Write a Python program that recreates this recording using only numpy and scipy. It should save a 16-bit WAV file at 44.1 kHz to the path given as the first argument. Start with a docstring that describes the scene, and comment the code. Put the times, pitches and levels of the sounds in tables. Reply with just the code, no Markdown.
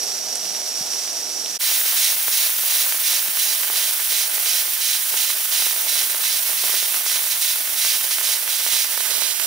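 """A live-steam model locomotive stands on a raised garden track, a little way from a stereo microphone.
First its blower hisses up the chimney over the murmur of the fire. At 1.6 s the level dips briefly,
and then the safety valve is blowing off: a bright, wet jet that spits drops of water. A fuller hiss
surges in about three times a second, evenly at first, slowing and stuttering from about 7 s.
Near the end the microphone moves in closer."""
import sys
import numpy as np
from scipy import signal
from scipy.fft import rfft, irfft, next_fast_len
from scipy.io import wavfile
from scipy.ndimage import uniform_filter1d, map_coordinates

SR = 44100
rng = np.random.default_rng(int(sys.argv[2]) if len(sys.argv) > 2 else 0)


def master_out(mix):
    """Clip the mix to full scale and print it as 16-bit PCM to the path in sys.argv[1]."""
    frames = np.transpose(np.atleast_2d(mix))
    ceiling = np.clip(frames, -1, 1)
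    pcm = np.round(ceiling * 32767).astype(np.int16)
    wavfile.write(sys.argv[1], SR, pcm)


N = 417186
T = np.arange(N) / SR
DIP_S = 1.584  # the brief dip in level between blower and safety valve


def undb(db):
    """Decibels to gain."""
    return 10 ** (np.asarray(db) / 20)


def unit(x):
    """Scale to rms 1."""
    return x / np.sqrt(np.mean(x ** 2))


def curve(table):
    """A (t/s, value) table, sample by sample."""
    return np.interp(T, *np.transpose(table))


def highpass(x, hz, order=2):
    """Take away what lies below hz."""
    return signal.sosfilt(signal.butter(order, hz, "high", fs=SR, output="sos"), x)


def delay(x, lag_ms):
    """Hear a sound a little later; the lag may move."""
    return map_coordinates(x, [np.arange(N) - lag_ms * SR / 1000], order=3)


def colour(x, spectrum, resonances=()):
    """Causal filter: a (f/Hz, level/dB) spectrum with resonances standing on it."""
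    size = next_fast_len(N + 8192, True)
    f = np.maximum(np.arange(size // 2 + 1) * SR / size, 1)
    hz, db = np.transpose(spectrum)
    peaks = 1 + sum(undb(level) ** 2 / (1 + 2 * ((f - centre) / width) ** 2) ** 2
                    for centre, width, level in resonances)
    gain = undb(np.interp(np.log(f), np.log(hz), db)) * np.sqrt(peaks)
    cepstrum = irfft(np.log(gain), size)
    cepstrum[1:size // 2] *= 2  # fold onto positive time for minimum phase
    cepstrum[size // 2 + 1:] = 0
    return irfft(rfft(x, size) * np.exp(rfft(cepstrum)), size)[..., :N]


def walk(rate_hz):
    """Random wavering of rms 1: values held for 1 / rate_hz seconds and smoothed twice."""
    hold = int(SR / rate_hz)
    held = rng.standard_normal(8192)[np.arange(N) // hold]
    return unit(uniform_filter1d(uniform_filter1d(held, hold), hold))


def turbulence(spectrum, resonances=(), *, apart_db):
    """Flow noise of rms 1 at the microphone's two ports: a shared part, and one each hears alone."""
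    white = rng.standard_normal(N) + undb(apart_db) * rng.standard_normal((2, N))
    return unit(colour(white, spectrum, resonances))


def ripple(cycles):
    """The shape of a pressure wave only a few cycles long."""
    return lambda t, hz: -np.sin(2 * np.pi * hz * t) * np.exp(-(2 * hz * t / cycles) ** 2)


def shock(t, hz):
    """Pressure builds, snaps over into suction and relaxes."""
    return -np.tanh(t / 4e-5) * np.exp(-2 * np.pi * hz * np.abs(t))


def bursts(rows, shape):
    """Short pressure waves from (t/s, level/dB, f/Hz) rows; shape(t, hz) draws one around t = 0."""
    out = np.zeros(N)
    for s, db, hz in rows:
        middle, reach = int(s * SR), int(6 * SR / hz)
        i = np.arange(max(middle - reach, 0), min(middle + reach, N))
        wave = shape(T[i] - s, hz)
        out[i] += undb(db) * wave / (np.abs(wave).max() + 1e-9)
    return out


def spray(count, span_s, db, spread_db, hz, octaves):
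    """Random (t/s, level/dB, f/Hz) rows: many small drops and a few larger ones."""
    when, size, pitch = rng.random((count, 3)).T
    times = span_s[0] + when * (span_s[1] - span_s[0])
    levels = db + spread_db * np.minimum(-np.log(1 - size), 4)
    return np.column_stack([times, levels, hz * 2 ** (octaves * (2 * pitch - 1))])


def garden_scatter(x, level_db=-16, t60_s=0.058):
    """Track bed and garden scatter back a short diffuse tail, unrelated at the two ports."""
    t = T[:SR // 10]
    tail = rng.standard_normal((2, len(t))) * np.exp(-np.log(1000) * t / t60_s)
    tail /= np.sqrt(np.sum(tail ** 2, axis=1, keepdims=True))
    return signal.fftconvolve(x[None], tail, axes=1)[:, :N] * undb(level_db)


# a hum coming and going behind the blower: t/s, level/dB
HUM_LEVEL = [(0, -64), (.15, -57), (.55, -57), (.7, -67), (1.3, -68), (1.45, -55)]

def hum():
    """A faint low tone in the background, wavering in pitch and level."""
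    pitch_hz = 183 + 7 * walk(30)
    return np.sin(2 * np.pi * np.cumsum(pitch_hz) / SR) * undb(curve(HUM_LEVEL) + 2.5 * walk(14))


# low knocks: t/s, level/dB, f/Hz
SOFT_BUMPS = [(.812, -34.5, 185), (1.86, -28, 603), (2.16, -48, 190), (3.29, -41, 240)]

def bumps():
    """A few soft, dull bumps, alike at both ports."""
    return bursts(SOFT_BUMPS, ripple(cycles=1.3))


# spectrum of the fire's murmur: f/Hz, level/dB
FIRE_SPECTRUM = [(15, -64), (25, -43), (133, -14.5), (173, -19), (211, -7), (474, 0), (541, -2), (608, 2.5),
                 (753, 2.5), (889, -6), (981, -3.5), (1070, -37), (1300, -10), (1690, -32), (2860, -120)]

def fire(level_db=-42.5):
    """The draught murmurs steadily through the fire and tubes."""
    waver_db = 0.7 * walk(9)
    return turbulence(FIRE_SPECTRUM, apart_db=-24) * undb(level_db + waver_db)


# strength of the blower: t/s, level/dB
BLOWER_LEVEL = [(0, -22.5), (.3, -24), (.8, -23.5), (1.07, -22.5), (1.28, -24.5), (1.56, -23.5)]
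# spectrum of its hiss: f/Hz, level/dB
BLOWER_SPECTRUM = [(200, -39), (1000, -10.5), (2000, -9.5), (3500, -5.5), (4500, 0), (6500, 0.5),
                   (8000, -3.5), (10000, -4.5), (11800, -4), (13700, -14), (15000, -5), (16000, -25)]
# resonances of blower and chimney: f/Hz, width/Hz, level/dB relative to the hiss
CHIMNEY_MODES = [(4770, 220, 1), (5450, 350, 7), (5740, 270, 13.5), (6200, 300, -1)]
# one sharp wet tick and two softer ones: t/s, level/dB, f/Hz
WET_TICKS = [(.356, -4.2, 8500), (1.07, -12, 9000), (1.461, -13, 3400)]
# shading of the blower at the left port: f/Hz, level/dB
LEFT_SHADE_BLOWER = [(300, -5), (1800, -1.5), (2900, -2.5), (3700, -2), (5200, -7), (6300, -6.5),
                     (7700, -2), (9000, -1), (12000, -3), (14000, 1)]

def blower():
    """A thin jet rings the chimney and water in the steam ticks; the left port is shaded and late."""
    hiss = turbulence(BLOWER_SPECTRUM, CHIMNEY_MODES, apart_db=-4.5)
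    hiss *= undb(curve(BLOWER_LEVEL) + 0.9 * walk(69.9))
    fine = spray(90, (0, DIP_S), db=-19.5, spread_db=1.8, hz=6500, octaves=0.8)
    coarse = spray(12, (0, DIP_S), db=-12.5, spread_db=1.3, hz=8100, octaves=0.25)
    ticks = bursts(WET_TICKS, ripple(cycles=2.3)) + bursts([*fine, *coarse], ripple(cycles=0.7))
    left, right = hiss + ticks
    return np.array([delay(colour(left, LEFT_SHADE_BLOWER), lag_ms=0.029), right])


# the largest drops bursting in the valve's jet: t/s, level/dB, corner f/Hz
BIG_DROPS = [(1.814, -10, 2380), (2.282, -11.5, 800), (2.924, -6, 2800), (3.372, -8.5, 2600),
             (3.634, -8.5, 2200), (3.701, -12.5, 800), (5.142, -13, 700), (5.668, -16, 700),
             (6.147, -12, 1800), (6.24, -9, 2600), (6.639, -15, 700), (6.695, -18.5, 600), (6.74, -17, 500),
             (6.944, -7, 2000), (7.064, -13, 1000), (7.849, -10.5, 1500), (8.185, -7, 2000),
             (8.213, -9, 2000), (8.478, -8, 3000), (8.665, -12.5, 700), (8.846, -7, 2800),
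             (8.977, -11, 1000), (9.007, -10, 1400), (9.116, -19, 500), (9.221, -11.5, 900),
             (9.399, -5, 2840)]

def drops(closeness, near_db=3, gush_db=2):
    """Water carried over with the steam bursts: big pops over gushes of small ones, louder close up."""
    span_s = (DIP_S, N / SR)
    crackle = spray(600, span_s, db=-22.5, spread_db=2.2, hz=2400, octaves=0.61)
    spits = spray(30, span_s, db=-14, spread_db=0.5, hz=3800, octaves=0.5)
    plops = spray(40, span_s, db=-28, spread_db=1.6, hz=650, octaves=0.6)
    small = bursts([*crackle, *spits, *plops], shock) * undb(near_db * closeness + gush_db * walk(14))
    return highpass(bursts(BIG_DROPS, shock) + small, 435)


def beats(first_s, gap_s, slowing, count):
    """Times of a beat whose every gap is longer than the last by the share `slowing`."""
    return first_s + np.append(0, np.cumsum(gap_s * (1 + slowing) ** np.arange(count - 1)))


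# spectrum of the surging hiss: f/Hz, level/dB
SURGE_SPECTRUM = [(500, -69.5), (1200, -21.5), (2000, -6.5), (3000, -1.5), (4000, 0.5), (5500, 0.5),
                  (7000, -1), (8000, -4.5), (10000, -1.5), (12000, -8.5), (15500, -13)]
# its resonance: f/Hz, width/Hz, level/dB relative to the hiss
OUTLET_MODE = [(3970, 260, 1.5)]
# stutters of steam between and on top of the surges: middle t/s, length/s, level/dB
STEAM_STUTTERS = [(1.893, 0.089, -23.5), (5.706, .035, -22), (6.66, 0.2, -24), (7.321, .05, -21),
                  (7.79, 0.055, -21.5), (7.946, 0.049, -20), (8.13, 0.055, -20), (8.598, 0.22, -22.5),
                  (8.785, 0.12, -18), (9.137, 0.084, -21.5)]

def surges(level_db=-20.2, rise_s=0.024, fall_s=0.045, even_length_s=0.17, slower_length_s=0.13):
    """A fuller hiss rises quickly, holds and falls away: evenly at first, then slowing and stuttering."""
    even = beats(first_s=1.693, gap_s=0.3553, slowing=0, count=14)
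    slower = beats(first_s=6.795, gap_s=0.326, slowing=0.093, count=7)
    rows = [(s, length, level_db + 0.6 * rng.standard_normal())
            for times, length in [(even, even_length_s), (slower, slower_length_s)] for s in times]
    opening = np.zeros(N)
    for s, length, db in [*rows, *STEAM_STUTTERS]:
        rising = (T - s + length / 2) / rise_s
        falling = (s + length / 2 - T) / fall_s
        gate = np.clip(0.5 + np.minimum(rising, falling), 0, 1)
        opening = np.maximum(opening, undb(db) * gate)
    hiss = turbulence(SURGE_SPECTRUM, OUTLET_MODE, apart_db=-14.5)
    flutter_db = 0.75 * walk(55) + 0.32 * walk(14)
    return hiss * opening * undb(flutter_db)


# spectrum of the valve's jet and plume: f/Hz, level/dB
JET_SPECTRUM = [(25, -58), (80, -41), (130, -32), (185, -22.5), (300, -17.5), (600, -7.5), (1100, -6),
                (2000, -2.5), (3500, 2), (5500, 1), (7500, 1.5), (10000, 4.5), (13400, 3), (15600, -5)]
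# hollow resonance in the plume: f/Hz, width/Hz, level/dB relative to the roar
PLUME_MODE = [(637, 98, -1.5)]

def valve_jet(closeness, jet_db=-20.5, fade_in_s=0.064, sizzle_fade_db_per_s=0.3):
    """A bright jet fades in just after the dip; its sizzle slowly wanes, its wider plume sputters."""
    fading_in = np.clip(1 - (T - DIP_S) / fade_in_s, 0, 1)
    level_db = jet_db + 2.1 * closeness - 7 * fading_in
    hiss = highpass(turbulence(JET_SPECTRUM, apart_db=-5.5), 1460)
    sizzle = turbulence([(12000, -43), (13500, -6), (14500, 1), (15600, 1), (17000, -40)], apart_db=-10)
    sizzle *= undb(-4.5 - sizzle_fade_db_per_s * (T - DIP_S) - 2.5 * closeness)
    plume = turbulence(JET_SPECTRUM, PLUME_MODE, apart_db=-5.5)
    left, right = signal.sosfilt(signal.butter(2, 1700, fs=SR, output="sos"), plume)
    roar = np.array([left, delay(right, lag_ms=0.22)])
    flutter_db = 0.59 * walk(13) + 0.88 * walk(130)
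    sputter_db = 1.25 * walk(18) + 1.23 * walk(170)
    return (hiss + sizzle + roar * undb(sputter_db - 0.83)) * undb(level_db + flutter_db)


# the microphone's way in to the engine: t/s, closeness (0 standing back, 1 close up)
MIC_APPROACH = [(2.5, 0), (3.6, 0.16), (7.9, 0.18), (8.85, 0.35), (9.15, 0.9), (9.46, 1)]
# shading of the valve at the left port, standing back: f/Hz, level/dB
LEFT_SHADE_FAR = [(250, 0), (1000, -3.5), (1800, -1.5), (3000, -5.5), (4000, -8), (4600, -12), (5300, -1),
                  (6000, -2), (7000, -3), (7700, -23.5), (8300, -4.5), (10500, -0.5), (13000, -2.5),
                  (15500, 3.5)]
# the same, close up: f/Hz, level/dB
LEFT_SHADE_NEAR = [(250, 6), (1200, -4), (2700, -5.5), (3300, -3.5), (4600, -13.5), (5600, -1.5),
                   (7000, -7), (8400, -37), (10500, -7), (12500, -31), (15500, -6)]

def safety_valve(echo_gain=0.19):
    """Jet, surges and drops as the microphone nears: shaded left, an echo off the engine on the right."""
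    closeness = curve(MIC_APPROACH)
    left, right = valve_jet(closeness) + surges() + drops(closeness)
    echo = delay(right, lag_ms=np.interp(closeness, [0, 1], [2.09, 2.45]))
    echo = highpass(echo, 4100, order=1)  # only short waves bounce off so small a body
    left = (1 - closeness) * colour(left, LEFT_SHADE_FAR) + closeness * colour(left, LEFT_SHADE_NEAR)
    left = delay(left, lag_ms=np.interp(closeness, [0, 1], [0.0064, 0.023]))
    left *= undb(-0.67 - 3 * closeness)
    return np.array([left, right - echo_gain * echo]) + garden_scatter(right)


def scene():
    """At the trackside: blower and fire, then the safety valve; the level dips briefly between them."""
    sound = np.where(T < DIP_S, blower() + fire() + hum(), safety_valve()) + bumps()
    dip = np.clip(np.abs(T - DIP_S) / 0.016, 0, 1) ** 2
    return sound * dip


def record(dry):
    """The recorder thins the deep bass and cuts the top."""
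    top_cut = signal.ellip(12, 0.2, 80, 15720, fs=SR, output="sos")
    return signal.sosfilt(top_cut, highpass(dry, 55))


dry = scene()
out = record(dry)
master_out(out)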